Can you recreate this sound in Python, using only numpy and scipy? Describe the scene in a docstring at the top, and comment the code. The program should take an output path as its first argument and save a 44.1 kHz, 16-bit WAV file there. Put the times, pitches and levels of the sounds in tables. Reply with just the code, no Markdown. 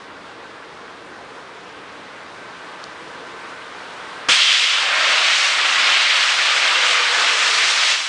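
"""A distant rumble and a thin, steady whine: a steam locomotive coasts towards an open station.
After one tiny tick its safety valve pops with a dull thud, and a turbulent jet of steam roars for
nearly four seconds, wavering in the wind, then eases. The ringing valve seat makes the start piercing.
A small mono camera overloads at the pop and turns its gain down."""
import sys
import numpy as np
from scipy import signal
from scipy.fft import rfft, irfft, next_fast_len
from scipy.io import wavfile
from scipy.ndimage import uniform_filter1d

SR = 44100
rng = np.random.default_rng(int(sys.argv[2]) if len(sys.argv) > 2 else 0)


def wav_out(sig):
    """Save sig, one row per channel (or a flat mono array), as 16-bit PCM at SR to the path in sys.argv[1]."""
    wavfile.write(sys.argv[1], SR, np.round(np.clip(np.atleast_2d(sig).T, -1, 1) * 32767).astype(np.int16))


N = 356328

POP_S, POP_RISE_S = 4.2855, 0.0014   # when the valve snaps open, and how fast


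def from_db(db):
    """Decibels to gain."""
    return 10 ** (np.asarray(db) / 20)


def seconds():
    """The time of every sample."""
    return np.arange(N) / SR


def rms_one(x):
    """Scale to rms 1."""
    return x / np.sqrt(np.mean(x ** 2) + 1e-20)


def envelopes(rows):
    """Breakpoint rows (time first) as one envelope for each further column."""
    times_s, *columns = np.transpose(rows)
    return [np.interp(seconds(), times_s, column) for column in columns]


def band(x, low_hz, high_hz):
    """Gentle band-pass."""
    sos = signal.butter(2, [low_hz, min(high_hz, SR * .45)], "band", fs=SR, output="sos")
    return signal.sosfilt(sos, x)


def drift(rate_hz):
    """Slow random modulation, rms 1: control-rate noise smoothed twice."""
    hop, warm_up = 40, 2000
    pole = np.exp(-2 * np.pi * rate_hz * hop / SR)
    noise = rng.standard_normal(N // hop + warm_up + 2)
    slow = signal.lfilter([1], [1, -2 * pole, pole * pole], noise)[warm_up:]
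    return np.interp(np.arange(N) / hop, np.arange(len(slow)), rms_one(slow))


def noisy_tone(hz, width_hz):
    """A resonance driven by turbulence: a tone of wandering strength and phase, rms 1."""
    phase = 2 * np.pi * np.cumsum(hz * np.ones(N)) / SR
    return rms_one(drift(width_hz) * np.cos(phase) + drift(width_hz) * np.sin(phase))


def coloured(colour):
    """Two unrelated noises of rms 1 with the given spectrum."""
    size = next_fast_len(N)
    colour_hz, colour_db = np.transpose(colour)
    hz = np.maximum(np.arange(size // 2 + 1) * SR / size, 1)
    gains = from_db(np.interp(np.log(hz), np.log(colour_hz), colour_db))
    white = rng.standard_normal((2, size))
    return rms_one(irfft(rfft(white) * gains, size)[:, :N])


def turbulence(colour, swells_db, anchors_hz, flicker_db, flicker_hz):
    """Coloured noise in half-octave bands; each follows the nearest swells and flickers on its own."""
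    edges_hz = 28 * 2 ** (np.arange(19) / 2)
    noise, out = coloured(colour), 0
    for k, (low, high) in enumerate(zip(edges_hz, edges_hz[1:])):
        log_centre = np.log(low * high) / 2
        shares = np.array([np.interp(log_centre, np.log(anchors_hz), row) for row in np.eye(len(swells_db))])
        level_db = shares @ swells_db + flicker_db * drift(flicker_hz)
        out = out + from_db(level_db) * band(noise[k % 2], low, high)
    return out


def station(x, echo_db, wander_s, count=5):
    """Weak echoes off ground, roof and walls; wind and motion shift their paths, so the hiss phases."""
    out = x
    for delay_s in rng.uniform(0.002, .012, count):
        path_s = delay_s + wander_s * drift(.6)
        out = out + from_db(echo_db) * np.interp(seconds() - path_s, seconds(), x)
    return out / np.sqrt(1 + count * from_db(echo_db) ** 2)


def approach(rumble_db, rush_db, leak_db):
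    """Level curves of the nearing train: they change ever faster and pass the given dB at the pop."""
    nearness = (seconds() / POP_S) ** 1.9
    return np.outer([rumble_db, rush_db, leak_db], nearness)


def train(rolling_db):
    """The bed: a steady rumble and singing engine tones, with wheel rush and leaking steam creeping up."""
    # spectrum of the rolling train: frequency_hz, relative_db
    train_colour = [(30, -34), (42, -22), (60, -11.5), (140, -6), (240, -3.5), (420, 1.5), (760, -2),
                    (1000, 0), (1350, -1), (1900, -5), (2600, -9.5), (3600, -11.5), (5000, -18),
                    (9700, -31.5)]
    # tones the engine sings while far off: pitch_hz, width_hz, level_db
    engine_tones = [(261, 9.3, -59.5), (450, 12, -54), (1545, 16, -53)]
    growth_db = approach(rumble_db=-0.4, rush_db=6.5, leak_db=6.5)
    rolling = turbulence(train_colour, growth_db, [400, 1200, 4000], flicker_db=0.88, flicker_hz=8)
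    rumble_db, rush_db, _ = growth_db
    out = from_db(rolling_db) * rolling
    for pitch_hz, width_hz, level_db in engine_tones:
        swell_db = rumble_db if pitch_hz < 700 else rush_db
        out += from_db(level_db + swell_db) * noisy_tone(pitch_hz, width_hz)
    return out


def tick(at_s, peak_db, decay_s):
    """One tiny sharp click close to the microphone."""
    age = seconds() - at_s
    burst = rng.standard_normal(N) * (age > 0) * np.exp(-abs(age) / decay_s)
    snap = band(band(burst + 1e-18, 3800, 6600), 3900, 12000)
    return from_db(peak_db) * snap / np.max(abs(snap))


def pop(thud_db, decay_s):
    """The first gust of steam lands with a dull thud."""
    age = np.maximum(seconds() - POP_S, 0)
    gust = np.minimum(age / POP_RISE_S, 1) * np.exp(-age / decay_s)
    return gust * from_db(thud_db) * rms_one(band(rng.standard_normal(N), 190, 930))


def hollow_notes(width_hz):
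    """Hollow, breathy notes glide inside the roar, each swelling and fading in a rounded arch."""
    # notes in the jet: start_s, length_s, first_hz, last_hz, level_db (relative to the jet)
    notes = [(4.82, 0.52, 555, 696, -18.5), (6.25, 1.55, 575, 426.2, -23)]
    out = 0
    for start_s, length_s, first_hz, last_hz, level_db in notes:
        progress = np.clip((seconds() - start_s) / length_s, 0, 1)
        arch = 2 * np.sqrt(progress * (1 - progress))
        pitch_hz = first_hz * (last_hz / first_hz) ** progress
        out = out + arch * from_db(level_db) * noisy_tone(pitch_hz, width_hz)
    return out


def seat_ring(relative_db, fall_db_per_s, ring_s):
    """A piercing edge on the jet: the valve seat rings until its gap grows too wide."""
    age = np.maximum(seconds() - POP_S, 0)
    narrow = np.exp(-(age / ring_s) ** 8)
    ring = rms_one(band(rng.standard_normal(N), 2840, 3540))
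    return narrow * from_db(relative_db - fall_db_per_s * age) * ring


def flow(build_db, build_s, ease_at_s, ease_db, ease_s):
    """Envelope of the escaping steam: the valve snaps open, lifts fully, holds, then sinks back a little."""
    age = seconds() - POP_S
    is_open = np.clip(age / POP_RISE_S, 0, 1)
    building_db = build_db * np.clip(1 - age / build_s, 0, 1)
    easing_db = ease_db * (1 - np.exp(-np.maximum(seconds() - ease_at_s, 0) / ease_s))
    return is_open * from_db(-building_db - easing_db)


def safety_valve(gain_db, flutter_db, flutter_hz):
    """The main roar: a jet of steam with a hard attack, fluttering with eddies and wind."""
    # the jet wavering in the wind, each band taken about its mean: time_s, roar_db, core_db, hiss_db
    wavering = [(4.3, -22.5, -21.5, -21), (4.32, -23.5, -14.5, -17.5), (4.45, -27.5, -16, -22),
                (4.66, -27.5, -17.5, -23), (4.9, -23, -21, -30), (5.03, -20.5, -17.5, -26),
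                (5.45, -25, -19, -22.5), (5.55, -23.5, -21, -27.5), (5.92, -22, -16.5, -25),
                (6.07, -24.5, -15.5, -23.5), (6.24, -21.5, -16, -24), (6.25, -23, -19, -23.5),
                (6.79, -21.5, -17.5, -25.5), (6.89, -22, -18.5, -23), (7.04, -23, -20, -26.5),
                (7.2, -19.5, -22, -24), (7.3, -22.5, -19.5, -23.5), (7.9, -25.5, -20.5, -22)]
    # spectrum of the jet: frequency_hz, relative_db
    jet_colour = [(100, -43.5), (165, -39), (240, -25.5), (370, -21), (620, -10.5), (870, -9), (1250, -1.5),
                  (1700, -1.5), (2200, .5), (3100, 0), (4200, -4), (5500, -9), (7800, -16.5), (9700, -28)]
    swells_db = np.array(envelopes(wavering)) - np.mean(wavering, axis=0)[1:, None]
    jet = turbulence(jet_colour, swells_db, [1450, 2600, 6000], flicker_db=0.9, flicker_hz=15)
    notes = hollow_notes(width_hz=37)
    ring = seat_ring(relative_db=-5.5, fall_db_per_s=11, ring_s=0.69)
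    envelope = flow(build_db=15.5, build_s=0.24, ease_at_s=7.93, ease_db=11, ease_s=0.093)
    return envelope * from_db(gain_db + flutter_db * drift(flutter_hz)) * (jet + notes + ring)


def scene():
    """The locomotive in the station's reflections and the dry tick, all at one microphone."""
    blow_off = safety_valve(gain_db=7, flutter_db=0.31, flutter_hz=24)
    engine = train(rolling_db=-38) + blow_off + pop(thud_db=-23.5, decay_s=.04)
    mono = station(engine, echo_db=-23, wander_s=.0002)
    mono += tick(at_s=2.8402, peak_db=-19, decay_s=0.00072)
    return np.array([mono, mono])


def gain_control(x, ceiling_db, attack_s, release_db_per_s):
    """Loud sound ducks the gain quickly; it recovers very slowly."""
    power = np.abs(uniform_filter1d(x[0] ** 2, size=2048))
    excess_db = np.maximum(10 * np.log10(power + 1e-12) - ceiling_db, 0)
    recovery_db = release_db_per_s * seconds()
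    held_db = np.maximum.accumulate(excess_db + recovery_db) - recovery_db
    pole = np.exp(-1 / (attack_s * SR))
    return x * from_db(-signal.lfilter([1 - pole], [1, -pole], held_db))


def record(dry):
    """The camera's sound: automatic gain, lopsided clipping on overload and a steep 10 kHz top cut."""
    levelled = gain_control(dry, ceiling_db=-14.5, attack_s=0.016, release_db_per_s=0.97)
    clipped = np.clip(levelled, -.68, .6)
    top_cut = signal.ellip(12, .1, 80, 10000, fs=SR, output="sos")
    return signal.sosfilt(top_cut, clipped)


dry = scene()
out = record(dry)
wav_out(out)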